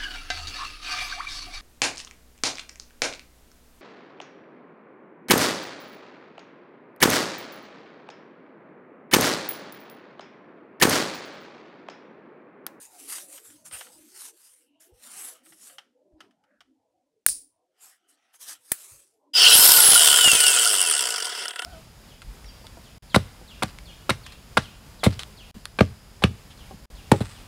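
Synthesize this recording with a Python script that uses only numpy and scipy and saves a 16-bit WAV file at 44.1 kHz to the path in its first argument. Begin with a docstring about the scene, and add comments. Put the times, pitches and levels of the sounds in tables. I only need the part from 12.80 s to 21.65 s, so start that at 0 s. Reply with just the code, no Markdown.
"""Outdoors above paving, a cordless angle grinder is turned over in the hand: a sleeve rustles, the grip
ticks, the switch snaps twice. Then the motor is blipped: its drive whistles, the rotor shoots up to a high
whine over rattling gears and fan air, then coasts until the rattle falls apart into single knocks.
Tones follow the computed rotor speed; rattle and handling are noise and pulses in ringing resonances."""
import sys
import numpy as np
from scipy import signal
from scipy.fft import rfft, irfft, next_fast_len
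from scipy.io import wavfile
from scipy.ndimage import uniform_filter1d, map_coordinates

SR = 44100
rng = np.random.default_rng(int(sys.argv[2]) if len(sys.argv) > 2 else 0)


def digitize_waveform(pressure):
    """Quantize a signal to 16-bit integers and store it at the path in sys.argv[1].

    Rows of a 2-D input are taken as channels; values are limited to [-1, 1].
    """
    field = np.atleast_2d(pressure).T
    bounded = np.clip(field, -1, 1)
    quanta = np.round(bounded * 32767).astype(np.int16)
    wavfile.write(sys.argv[1], SR, quanta)


N = 390285
TIME = np.arange(N) / SR   # s

# Faint low background noise. Each row: time in seconds, level in dB before MURMUR_DB.
MURMUR_LEVEL = [(0.0, -65.5), (1.21, -69.5), (1.75, -81), (2.48, -64.5), (2.79, -76), (3.44, -71),
                (3.67, -77), (5.39, -87), (6.5, -76)]
# Colour of the background noise. Each row: frequency in Hz, relative density in dB per Hz.
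MURMUR_COLOUR = [(30, -23.5), (110, -12), (170, -13), (300, 4.5), (400, -4), (520, -1), (750, -9),
                 (3000, -28.5)]
MURMUR_DB, MURMUR_WAVER_DB = 6.5, 14.5

# Faint narrow-band hiss. Each row: loudest moment in seconds, level in dB, half length in seconds, pitch in Hz.
NARROW_HISS = [(1.9, -78, 0.33, 2840), (3.714, -74.5, 0.085, 1500)]
HISS_WIDTH_HZ = 520   # of each of the two passes

# Strokes of the sleeve. Each row: fastest moment in seconds, level in dB, rise in seconds, fall in seconds.
SLEEVE_STROKES = [(.025, -49, 0.036, 0.05), (.23, -50.5, 0.11, 0.12), (0.314, -36.5, 0.029, 0.1),
                  (.565, -46, 0.069, 0.038), (0.659, -53.5, 0.038, 0.12), (0.86, -47, 0.01, 0.03),
                  (.955, -44, 0.037, 0.091), (1.15, -58, 0.28, 0.27), (1.45, -42.5, 0.1, 0.043),
                  (1.65, -57.5, 0.094, 0.11), (1.795, -66, 0.055, 0.065), (2.007, -57, 0.0057, 0.071),
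                  (2.25, -50, 0.027, .04), (2.429, -42.5, 0.15, 0.091), (2.665, -59, 0.026, 0.13),
                  (2.851, -51, 0.061, 0.09), (5.04, -52, 0.032, 0.077), (5.296, -63, 0.013, 0.044),
                  (5.542, -56.5, 0.0076, 0.035), (5.625, -44, 0.02, 0.039), (5.7, -41, 0.045, 0.042),
                  (6.0, -49, 0.13, 0.19)]
# Colour of the cloth. Each row: frequency in Hz, relative density in dB per Hz.
CLOTH_COLOUR = [(150, -26.5), (500, -17.5), (1400, -8.5), (2500, -11), (4200, -9), (6000, -6.5), (9300, 1),
                (12000, -4.5), (15800, -17.5)]
# Palm scuffing the grip. Each row: fastest moment in seconds, level in dB, half length in seconds.
PALM_SCUFFS = [(0.347, -68, 0.046), (0.95, -46, 0.028), (2.42, -55.5, 0.16), (2.902, -68, 0.085),
               (3.435, -65, 0.035), (5.064, -62, 0.081), (5.425, -69.5, 0.18), (5.706, -53, 0.059)]
# Fingers ticking on the plastic grip. 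Each row: time in seconds, relative level in dB.
FINGER_TICKS = [(0.382, -32.5), (0.578, -38.5), (0.702, -46), (0.863, -43.5), (0.911, -35.5), (1.009, -27),
                (1.067, -40.5), (2.661, -44.5), (2.722, -41), (2.897, -42), (2.983, -28.5), (3.405, -34),
                (3.509, -56), (3.638, -57), (3.806, -39.5), (5.54, -47)]
# Resonances of the grip. Each row: frequency in Hz, width in Hz, level in dB.
GRIP_MODES = [(420, 90, -14), (737, 89, 0.5), (1284, 194, 3), (1840, 670, 1.5), (2340, 1000, -1),
              (3050, 410, 2.5), (5400, 1200, -10), (9050, 3600, -19)]
# The tool bumping softly in the hand. Each row: time in seconds, relative level in dB.
HAND_BUMPS = [(.92, -55), (2.11, -55), (3.32, -61), (6.11, -54)]
# Low resonances of the tool on the wrist. Each row: frequency in Hz, width in Hz, level in dB.
WRIST_MODES = [(45, 26, -1), (84, 61, -1.5), (139, 43, -6.5)]
CLOTH_PATCHY_DB, SKIN_PATCHY_DB = 3.2, 4.5   # unevenness of the noise from band to band

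# Contacts of the switch snaps. Each row: time in seconds, level in dB, decay by 60 dB in seconds.
SWITCH_SNAPS = [(4.4634, 3, .005), (4.4643, 1.5, .006), (4.4667, -11, .007), (4.486, -17, .012),
                (5.9176, -11, .01), (5.9195, -5, .007), (5.9225, -28, .11)]
# Colour of the snaps. Each row: frequency in Hz, relative density in dB per Hz.
SNAP_COLOUR = [(40, -27), (400, -20), (950, -23), (1600, -10.5), (3200, -18), (6000, -18), (9300, -2.5),
               (11500, -11), (15800, -8)]
# Colour of the switch spring. Each row: frequency in Hz, relative density in dB per Hz.
SPRING_COLOUR = [(40, -11.5), (200, -23), (1200, -35), (3500, -23), (5000, -7), (6500, -12), (8700, -4),
                 (9450, 7), (10300, -5.5), (12500, -22), (15800, -17.5)]
# the spring buzzes on after the first snap: it swells to a peak, then dies away
SPRING_START_S, SPRING_PEAK_S = 4.464, 4.492
SPRING_DB, SPRING_SWELL_DB_PER_S, SPRING_T60_S = -23.5, 282, .26

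# Dull pops at the loudest moments. Each row: time in seconds, level in dB before POP_DB and the low-pass.
DULL_POPS = [(4.4636, -28), (5.919, -32.5), (6.668, -37), (6.756, -29), (6.792, -29.5), (6.82, -36),
             (6.892, -32.5), (6.984, -36), (7.089, -30), (7.118, -33), (7.134, -31), (7.329, -36),
             (7.477, -27), (7.463, -32), (7.533, -29), (7.552, -32)]
POP_DB = 40

# spin-up: when the current is on, climb (turns/s per s), free speed (turns/s), time to settle on it
MOTOR_ON_S, MOTOR_OFF_S = 6.54, 6.88
SPIN_UP, FREE_SPEED, SETTLE_S = 1372, 335.2, .053
# coasting: dry friction (turns/s per s) and drag (share of the speed lost per s)
FRICTION, DRAG = 53.4, .831
# the current comes on just before the rotor moves, and builds up
CURRENT_LEAD_S, CURRENT_RISE_S = 0.0063, 0.066

WHINE_ORDER = 39   # multiple of the rotor rate
# The whine and its weaker neighbours. Each row: offset in rotor rates, relative level in dB.
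WHINE_LINES = [(-3, -12), (0, 0), (3, -14)]
# Speeds between which the whine comes in on the way up, in turns per second.
WHINE_ENTRY = (215, 275)
# How strongly the housing radiates each whine line. Each row: frequency in Hz, level in dB.
WHINE_RESPONSE = [(5500, -46), (6300, -31), (8900, -28), (9400, -21), (10300, -14.5), (12100, -19),
                  (12900, -17), (13400, -30)]
# Rotor tones heard directly in the air. Each row: multiple of the rotor rate, level at full speed in dB.
HUM_ORDERS = [(3, -35), (5, -40)]
# Colour of the fan air. Each row: frequency in Hz, relative density in dB per Hz.
AIR_COLOUR = [(150, -23.5), (400, -14.5), (900, -6), (2000, -13), (4000, -0.5), (5250, 3), (6200, -5.5),
              (9000, 2), (11000, 2), (13000, -5), (15800, -4.5)]
# Partials of the drive whistle. Each row: multiple of the switching rate, offset in rotor rates,
# relative level in dB, speed in turns per second at which it has faded out.
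DRIVE_LINES = [(1, -4, -4.5, 310), (1, 4, -2.5, 160), (2, -2, -19, 275), (3, 4, -19, 275)]
# switching rate, level, attack, and the span of speed (turns/s) over which a partial fades out
DRIVE_HZ, DRIVE_DB, DRIVE_ATTACK_S, DRIVE_FADE = 4950, -19, .025, 60

# Gear tones. Each row: multiple of the rotor rate, relative level in dB.
GEAR_ORDERS = [(16, 0), (20, -5), (32, -13)]
# Where the case passes the gear tones, used twice in series. Each row: frequency in Hz, width in Hz, level in dB.
CASE_VOICE = [(2840, 300, 1), (3950, 700, -5.5), (5200, 500, -4)]
# Low tones of the slack gears. Each row: multiple of the rotor rate, level at the peak in dB.
SLACK_ORDERS = [(4, -50), (12, -40), (14, -44)]
# Speeds at which the slack tones end, peak and begin while coasting, in turns per second.
SLACK_SPEEDS = (60, 135, 220)
# level through the case, its gain under full torque, and the direct sound under full torque (dB)
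MESH_DB, MESH_TORQUE_DB, MESH_DIRECT_DB = -16.5, 3.5, -29

# Resonances of guard and disc. Each row: frequency in Hz, width in Hz, relative level in dB.
GUARD_MODES = [(436, 91, -10.5), (723, 59, -8), (966, 57, -8), (1346, 128, -6), (1466, 15.4, 3),
               (1530, 190, -11), (2050, 450, -11.5)]
# Resonances of the gear case. Each row: frequency in Hz, width in Hz, relative level in dB.
CASE_MODES = [(2680, 79, -3.5), (2898, 138, 1), (3118, 120, 1.5), (3387, 210, -1), (3540, 2700, -15)]
# Resonances of the spindle. Each row: frequency in Hz, width in Hz, relative level in dB.
SPINDLE_MODES = [(4484, 340, -4), (5170, 730, -0.5), (5760, 850, -7)]
# Resonances of the bearings. Each row: frequency in Hz, width in Hz, relative level in dB.
BEARING_MODES = [(6330, 980, -10.5), (7720, 600, 0), (9074, 740, 4.5), (9260, 390, 4), (9670, 320, 0),
                 (11200, 2500, -12.5), (11460, 1100, -10.5), (15800, 1400, -27)]
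# Rattle of the guard. In order: level at speed in dB, speed in turns per second below which it fades
# when coasting, the same under power, power of the speed in that fade, level from full torque in dB.
GUARD_RATTLE = (-28.5, 188, 202, 0.71, -31.5)
# Rattle of the gear case, with the columns of GUARD_RATTLE.
CASE_RATTLE = (-24.5, 144, 200, 0.96, -15)
# Rattle of the spindle, with the columns of GUARD_RATTLE.
SPINDLE_RATTLE = (-27.5, 101, 150, 1, -20)
# Rattle of the bearings, with the columns of GUARD_RATTLE.
BEARING_RATTLE = (-19, 115.5, 226.5, 1.93, -26)
RATTLE_END_S = 8.66   # from here on only single knocks and a faint rub are left
PINION_TEETH = 13
# Speeds at which the slap per turn is absent, full, full and absent again, in turns per second.
ROTOR_SLAP_SPEEDS = (28, 44, 88, 190)
ROTOR_SLAP_DB, SLAP_AT_TURN = 17, .64   # greatest depth; place of the slap within the turn
# Bearing resonance for the squeal, used twice in series. 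Each row: frequency in Hz, width in Hz, level in dB.
SQUEAL_VOICE = [(8900, 1700, 0)]
SQUEAL_DB = -24

# Hard bounces of the disc in the play of the gears, early in the coast. Each entry: time in seconds.
BOUNCES_S = [6.917, 6.937, 6.969, 7.003, 7.035, 7.12, 7.133, 7.149, 7.161, 7.177, 7.194, 7.207, 7.22, 7.233,
             7.246, 7.259, 7.273, 7.286, 7.301, 7.314, 7.328, 7.342, 7.36, 7.372, 7.387, 7.41, 7.443, 7.482,
             7.516, 7.534, 7.551, 7.603, 7.638, 7.666, 7.681]
# Force of the bounces. In order: hardest moment in seconds, level in dB, rise in seconds, fall in seconds.
HAMMER_SWELL = (7.27, 23.5, 0.24, 0.42)
# Ring of the bounces in the gear case. Each row: frequency in Hz, width in Hz, level in dB.
HAMMER_MODES = [(3070, 123, 4.5), (3480, 330, -7), (5270, 410, -24), (7400, 390, -4.5), (9200, 1300, -12)]
JOLT_DB, JOLT_S = 6, .003   # gain each bounce adds to the rattle before levelling, and its decay time

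# Jolts that ring the guard. Each row: time in seconds, relative level in dB.
GUARD_CLANGS = [(6.985, -15), (7.155, -12), (7.338, -15.5), (7.385, -18.5), (7.48, -16.5), (7.77, -17),
                (7.86, -16), (8.795, -28.5)]
# Ring of the jolted guard. Each row: frequency in Hz, width in Hz, level in dB.
CLANG_MODES = [(1378, 83, 4), (1436, 26, 11)]
# between jolts it sings on: pitch, level against its rattle, waver of the phase
SONG_HZ, SONG_DB, SONG_WAVER_CYCLES = 1470, -8, .2

# Single knocks of the teeth. Each row: time in seconds, dull knock in dB, bright click in dB (both relative).
TOOTH_KNOCKS = [(8.2073, -19, -2), (8.2256, -21, -9), (8.2560, -28, -14), (8.292, -28, -12),
                (8.359, -28, -11), (8.4542, -19, -6.5), (8.552, -25, -25), (8.606, -25, -19),
                (8.6190, -20, -26), (8.636, -21, -19), (8.6544, -16.5, -11.5), (8.6812, -18.5, -9),
                (8.7071, -19.5, -17.5), (8.735, -26.5, -29), (8.7587, -17, -17), (8.7920, -15, -12.5),
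                (8.82, -16.5, -15.5), (8.8475, -16.5, -10)]
KNOCK_DB, CLICK_DB = 7, 2


def from_db(db):
    """Decibels to gain."""
    return np.exp(np.asarray(db) * (np.log(10) / 20))


def rms_one(x):
    """Scale to rms 1."""
    return x / np.sqrt(np.mean(x ** 2) + 1e-20)


def drift(rate):
    """Smooth chance of spread 1 that changes about rate times a second."""
    points = rng.standard_normal(N // 16)
    curve = map_coordinates(points, [TIME[::16] * rate], order=2, mode="wrap")
    return np.repeat(rms_one(curve), 16)[:N]


def colour(x, spectrum):
    """Causal (minimum-phase) filter with the shape of the spectrum and unit power gain."""
    hz, db = np.transpose(spectrum)
    grid = np.linspace(1, SR / 2, 2049)
    gain = from_db(np.interp(np.log(grid), np.log(hz), db))
    # folding the cepstrum onto positive times makes the phase minimal
    cepstrum = irfft(np.log(gain))
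    cepstrum[1:2048] *= 2
    cepstrum[2049:] = 0
    response = irfft(np.exp(rfft(cepstrum)))
    return signal.oaconvolve(x, response / np.linalg.norm(response))[:N]


def resonate(x, modes):
    """Parallel resonances with alternating signs."""
    out = 0
    for k, (hz, width, db) in enumerate(modes):
        r = np.exp(-np.pi * width / SR)
        poles = [1, -2 * r * np.cos(2 * np.pi * hz / SR), r * r]
        ring = signal.lfilter([1, 0, -1], poles, x + 1e-18)
        out = out + (-1) ** k * from_db(db) * (1 - r * r) / 2 * ring
    return out


def tone(cycles):
    """Sine of rms 1."""
    return np.sqrt(2) * np.sin(2 * np.pi * cycles)


def grit(rate, spread_db):
    """Noise made of tiny contacts of uneven strength."""
    return rms_one(rng.standard_normal(N) * from_db(spread_db * drift(rate)))


def bursts(rows):
    """Short dying bursts of contact noise from rows of (s, dB, t60 s)."""
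    envelope, age = np.zeros(N), TIME[:SR // 2]
    for s, db, t60 in rows:
        start = int(s * SR)
        part = from_db(db - 60 * age / t60)[:max(N - start, 0)]
        envelope[start:start + len(part)] += part
    return envelope * rng.standard_normal(N)


def blows(events, modes, t60, tail_db, tail_t60):
    """Each contact is a crack and a weaker after-rattle into the modes of a body."""
    cracks = bursts([(s, db, t60) for s, db in events])
    tails = bursts([(s, db + tail_db, tail_t60) for s, db in events])
    return resonate(cracks + tails, modes)


def impulses(rows):
    """Single pulses of either sign from rows of (s, dB)."""
    s, db = np.transpose(rows)
    out = np.zeros(N)
    out[(s * SR).astype(int)] = from_db(db) * rng.choice([-1, 1], len(s))
    return out


def swell(s, db, rise_s, fall_s):
    """Bell-shaped gain that peaks at time s, as for a sliding movement that is fastest there."""
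    distance = (TIME - s) / np.where(TIME < s, rise_s, fall_s)
    return from_db(db) * np.exp(-np.minimum(distance ** 2, 40))


def patchy_noise(patchy_db):
    """Noise whose narrow bands swell and fade on their own, so that its colour keeps changing."""
    out, white = 0, rng.standard_normal((2, N))
    edges = np.linspace(10, 127, 37) ** 2   # Hz
    for k, band in enumerate(zip(edges, edges[1:])):
        band_filter = signal.butter(2, band, "band", fs=SR, output="sos")
        # neighbouring bands take different noise
        out = out + signal.sosfilt(band_filter, white[k % 2]) * from_db(patchy_db * drift(14))
    return rms_one(out * from_db(1.5 * drift(1000) + 1.2 * drift(70)))


def background():
    """A faint low murmur of noise, its narrow bands swelling and fading, over a trace of hiss."""
    murmur, edges = 0, np.r_[25:700:55, 780, 900, 1050]   # Hz
    for low, high in zip(edges, edges[1:]):
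        band_filter = signal.butter(2, [low, high], "band", fs=SR, output="sos")
        band = signal.sosfilt(band_filter, rng.standard_normal(N))
        murmur = murmur + band * from_db(MURMUR_WAVER_DB * np.tanh(drift(11) - .7))
    level = from_db(np.interp(TIME, *np.transpose(MURMUR_LEVEL)) + MURMUR_DB)
    hiss = signal.lfilter(*signal.butter(2, 9000, fs=SR), rng.standard_normal(N))
    return level * rms_one(colour(murmur, MURMUR_COLOUR)) + from_db(-86) * hiss


def narrow_hiss():
    """Faint narrow bands of hiss swell and fade: patchy noise through a resonance, twice."""
    noise, hiss = patchy_noise(SKIN_PATCHY_DB), 0
    for s, db, length, hz in NARROW_HISS:
        band = [(hz, HISS_WIDTH_HZ, 0)]
        narrow = rms_one(resonate(resonate(noise, band), band))
        hiss = hiss + swell(s, db, length, length) * narrow
    return hiss


def sleeve():
    """Cloth swishes over the tool: patchy noise, loudest where a stroke is fastest."""
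    sliding = np.sqrt(sum(swell(*stroke) ** 2 for stroke in SLEEVE_STROKES))
    return sliding * colour(patchy_noise(CLOTH_PATCHY_DB), CLOTH_COLOUR)


def palm():
    """Skin scuffs the grip: patchy noise through its resonances, loudest where the hand is fastest."""
    press = sum(swell(s, db, length, length) for s, db, length in PALM_SCUFFS)
    return press * rms_one(resonate(patchy_noise(SKIN_PATCHY_DB), GRIP_MODES))


def handling():
    """Sleeve and palm slide on the housing, fingers tick on the grip, the tool bumps in the hand."""
    ticks = from_db(2.0) * blows(FINGER_TICKS, GRIP_MODES, t60=0.054, tail_db=-20, tail_t60=0.3)
    bumps = from_db(27.0) * blows(HAND_BUMPS, WRIST_MODES, t60=0.18, tail_db=-18, tail_t60=0.27)
    return sleeve() + palm() + ticks + bumps


def switch():
    """The slider snaps over in a few quick contacts and, after the first snap, its spring buzzes out."""
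    age = TIME - SPRING_PEAK_S
    below_peak_db = np.maximum(-SPRING_SWELL_DB_PER_S * age, 60 * age / SPRING_T60_S)
    level = from_db(SPRING_DB - np.minimum(below_peak_db, 150)) * (TIME > SPRING_START_S)
    buzz = level * colour(grit(600, spread_db=1.0), SPRING_COLOUR)
    return colour(bursts(SWITCH_SNAPS), SNAP_COLOUR) + buzz


def pops():
    """Single pulses, dulled by a gentle low-pass."""
    return from_db(POP_DB) * signal.lfilter(*signal.butter(1, 900, fs=SR), impulses(DULL_POPS))


def rotor_speed():
    """Turns per second: a straight climb at the current limit, settling, then coasting on friction and drag."""
    knee = FREE_SPEED - SPIN_UP * SETTLE_S   # speed at which the straight climb ends
    powered_s = np.clip(TIME, MOTOR_ON_S, MOTOR_OFF_S) - MOTOR_ON_S
    settling_s = np.maximum(powered_s - knee / SPIN_UP, 0)
    climb = np.minimum(SPIN_UP * powered_s, knee)
    driven = climb + (FREE_SPEED - knee) * (1 - np.exp(-settling_s / SETTLE_S))
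    kept = np.exp(-DRAG * np.maximum(TIME - MOTOR_OFF_S, 0))
    return np.maximum(driven * kept - FRICTION / DRAG * (1 - kept), 0)


def switched_on(rise_s):
    """Rises from 0 to 1 when the current comes on, and is 0 once it is cut."""
    return np.clip((TIME - MOTOR_ON_S + CURRENT_LEAD_S) / rise_s, 0, 1) * (TIME < MOTOR_OFF_S)


def torque(speed):
    """Pull of the motor, 0 to 1: full at the current limit, gone at free speed."""
    return switched_on(CURRENT_RISE_S) * np.clip((FREE_SPEED - speed) / (SPIN_UP * SETTLE_S), 0, 1)


def rattle_level(speed, db, coasting_knee, powered_knee, power, torque_db):
    """A part rattles harder with speed, up to a knee, and harder still while the motor pulls."""
    knee = np.where(TIME < MOTOR_OFF_S, powered_knee, coasting_knee)
    spinning = from_db(db) * np.minimum(speed / knee, 1) ** power
    return np.hypot(spinning, from_db(torque_db) * torque(speed)) * (TIME < RATTLE_END_S)


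def last_knocks():
    """Each knock of the teeth thuds in case and guard and clicks in spindle and bearings."""
    dull = [(s, db) for s, db, _ in TOOTH_KNOCKS]
    bright = [(s, db) for s, _, db in TOOTH_KNOCKS]
    thuds = blows(dull, CASE_MODES, t60=.016, tail_db=-20, tail_t60=.05)
    thuds += blows(dull, GUARD_MODES, t60=.035, tail_db=-11, tail_t60=.08)
    clicks = blows(bright, SPINDLE_MODES, t60=.008, tail_db=-20, tail_t60=.04)
    clicks += from_db(-13) * blows(bright, BEARING_MODES, t60=0.05, tail_db=-12, tail_t60=0.087)
    return from_db(KNOCK_DB) * thuds + from_db(CLICK_DB) * clicks


def disc_rub():
    """The disc rubs faintly between the last knocks: uneven grit in guard and case."""
    rubbing = rms_one(resonate(grit(180, spread_db=5), GUARD_MODES + CASE_MODES))
    return from_db(-42) * (TIME > RATTLE_END_S) * rubbing


def guard_song(speed):
    """The shaken guard keeps up a thin, slightly wavering ring."""
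    level = rattle_level(speed, *GUARD_RATTLE) * from_db(SONG_DB + 2 * drift(20))
    return level * tone(SONG_HZ * TIME + SONG_WAVER_CYCLES * drift(18))


def guard_clangs():
    """Single jolts strike the resonances of the guard."""
    return from_db(37) * resonate(impulses(GUARD_CLANGS), CLANG_MODES)


def bounces():
    """One pulse for each bounce of the disc."""
    return impulses([(s, 0) for s in BOUNCES_S])


def hammering():
    """The bounces ring in the gear case, hardest in the middle of their run."""
    return resonate(bounces() * swell(*HAMMER_SWELL), HAMMER_MODES)


def jolts():
    """Gain of the rattle: it leaps at each bounce of the disc and sinks between them."""
    decay = np.exp(-1 / (JOLT_S * SR))
    gate = 1 + from_db(JOLT_DB) * signal.lfilter([1], [1, -decay], abs(bounces()) + 1e-18)
    return gate / np.sqrt(uniform_filter1d(gate ** 2, SR // 8))


def chatter(turns, depth_db, uneven_db):
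    """Once a turn the teeth slap through their play and settle, with a strength drawn for each slap."""
    strength = rng.standard_normal(2048)[turns.astype(int) % 2048]
    gate = from_db(uneven_db * strength - depth_db * (turns % 1))
    return gate / np.sqrt(uniform_filter1d(gate ** 2, SR // 8) + 1e-12)


def tooth_clicks(turns):
    """Every pinion tooth clicks with a strength of its own, the same on each turn."""
    tooth = (turns * PINION_TEETH).astype(int)
    strength = rng.permutation(np.linspace(-.7, 1.3, PINION_TEETH))
    clicks = np.diff(tooth, prepend=0) * strength[tooth % PINION_TEETH]
    return clicks / np.sqrt(uniform_filter1d(clicks ** 2, SR // 8) + 1e-4)


def squeal(speed, turns, slaps):
    """Rough overtones of the whine squeal as they fall through a resonance of the bearings."""
    overtones = 0
    for multiple, share in ((2, .4), (3, 1)):
        overtones = overtones + share * tone(multiple * WHINE_ORDER * turns + .3 * drift(500))
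    coasting = (TIME > MOTOR_OFF_S) * (speed > 0)
    rough = coasting * slaps * overtones
    return from_db(SQUEAL_DB) * resonate(resonate(rough, SQUEAL_VOICE), SQUEAL_VOICE)


def gears(speed, turns):
    """Grit and tooth clicks shake guard, case, spindle and bearings; without power the slack teeth slap."""
    slap_share = np.interp(speed, ROTOR_SLAP_SPEEDS, [0, 1, 1, 0])
    depth_db = ROTOR_SLAP_DB * (TIME > MOTOR_OFF_S) * slap_share
    slaps = chatter(turns - SLAP_AT_TURN + .02 * drift(90), depth_db, uneven_db=.7) * jolts()
    clicks = .5 * tooth_clicks(turns)

    def shaken(modes, rattle, teeth, sharpness=1):
        """Each resonance takes a changing share of the blows."""
        drive = (grit(1500, spread_db=3.0) + teeth) * slaps ** sharpness
        ring = 0
        for k, mode in enumerate(modes):
            ring = ring + (-1) ** k * resonate(drive * from_db(1.7 * drift(45)), [mode])
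        return rattle_level(speed, *rattle) * ring / np.std(ring[speed > 0])

    rattle = shaken(GUARD_MODES, GUARD_RATTLE, clicks / 3)
    rattle += shaken(CASE_MODES, CASE_RATTLE, clicks)
    rattle += shaken(SPINDLE_MODES, SPINDLE_RATTLE, clicks, sharpness=1.35)
    rattle += shaken(BEARING_MODES, BEARING_RATTLE, clicks)
    return rattle + squeal(speed, turns, slaps)


def mesh(speed, turns):
    """Gear tones flare as they glide through the resonances of the case, with a boost while the motor pulls."""
    rough_turns, pull = turns + .004 * drift(120), torque(speed)
    tones = sum(from_db(db + 2 * drift(40)) * tone(order * rough_turns) for order, db in GEAR_ORDERS)
    tones = (speed > 0) * tones
    through_case = resonate(resonate(tones, CASE_VOICE), CASE_VOICE)
    case_level = from_db(MESH_DB + MESH_TORQUE_DB * pull)
    direct_level = from_db(MESH_DIRECT_DB) * pull * np.minimum(2 * speed / FREE_SPEED, 1) ** 2
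    slack = (TIME > MOTOR_OFF_S) * np.interp(speed, SLACK_SPEEDS, [0, 1, 0])
    low_tones = slack * sum(from_db(db) * tone(order * rough_turns) for order, db in SLACK_ORDERS)
    return low_tones + case_level * through_case + direct_level * tones


def fan_air(share):
    """Rushing noise that grows with the square of the speed."""
    return from_db(-12.5) * share ** 2.0 * colour(grit(400, spread_db=3.5), AIR_COLOUR)


def drive_whistle(speed, turns):
    """The switching of the drive whistles; its partials slide with the rotor and fade as it speeds up."""
    whistle = 0
    for multiple, offset, db, gone in DRIVE_LINES:
        level = from_db(db + 2 * drift(70)) * np.clip((gone - speed) / DRIVE_FADE, 0, 1)
        whistle = whistle + level * tone(multiple * DRIVE_HZ * TIME + offset * turns)
    return from_db(DRIVE_DB) * switched_on(DRIVE_ATTACK_S) * whistle


def rotor_whine(speed, turns):
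    """High lines locked to the rotor, as loud as the housing radiates at their pitch."""
    flutter = .05 * drift(150)   # the turning is slightly uneven
    whine = 0
    for offset, db in WHINE_LINES:
        order = WHINE_ORDER + offset
        response_db = np.interp(order * speed, *np.transpose(WHINE_RESPONSE), left=-150)
        whine = whine + from_db(db + response_db + 2.5 * drift(60)) * tone(order * turns + flutter)
    held_back = switched_on(DRIVE_ATTACK_S) * np.interp(speed, WHINE_ENTRY, [1, 0])
    return (1 - held_back) * whine


def motor(speed, turns):
    """Whine and hum locked to the rotor, fan air that grows with speed, and the whistle of the drive."""
    share = speed / speed.max()
    hum = sum(from_db(db + 1.8 * drift(25)) * tone(order * turns) for order, db in HUM_ORDERS)
    return rotor_whine(speed, turns) + share ** 3 * hum + fan_air(share) + drive_whistle(speed, turns)


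def grinder():
    """One rotor speed drives motor and gears; the guard rings, the disc bounces, and the last knocks follow."""
    speed = rotor_speed()
    turns = np.cumsum(speed) / SR
    running = gears(speed, turns) + mesh(speed, turns) + motor(speed, turns)
    guard = guard_clangs() + guard_song(speed)
    return running + hammering() + guard + last_knocks() + disc_rub()


def scene():
    """Everything is close to one microphone in the open air."""
    return (background() + narrow_hiss() + handling() + switch() + pops() + grinder())[None]


def record(dry):
    """The loudest peaks are rounded off and the top is cut above 15.8 kHz."""
    rounded = 1.18 * np.tanh(dry / 1.158)
    return signal.sosfilt(signal.ellip(12, .2, 80, 15800, fs=SR, output="sos"), rounded)


dry = scene()
out = record(dry)
digitize_waveform(out)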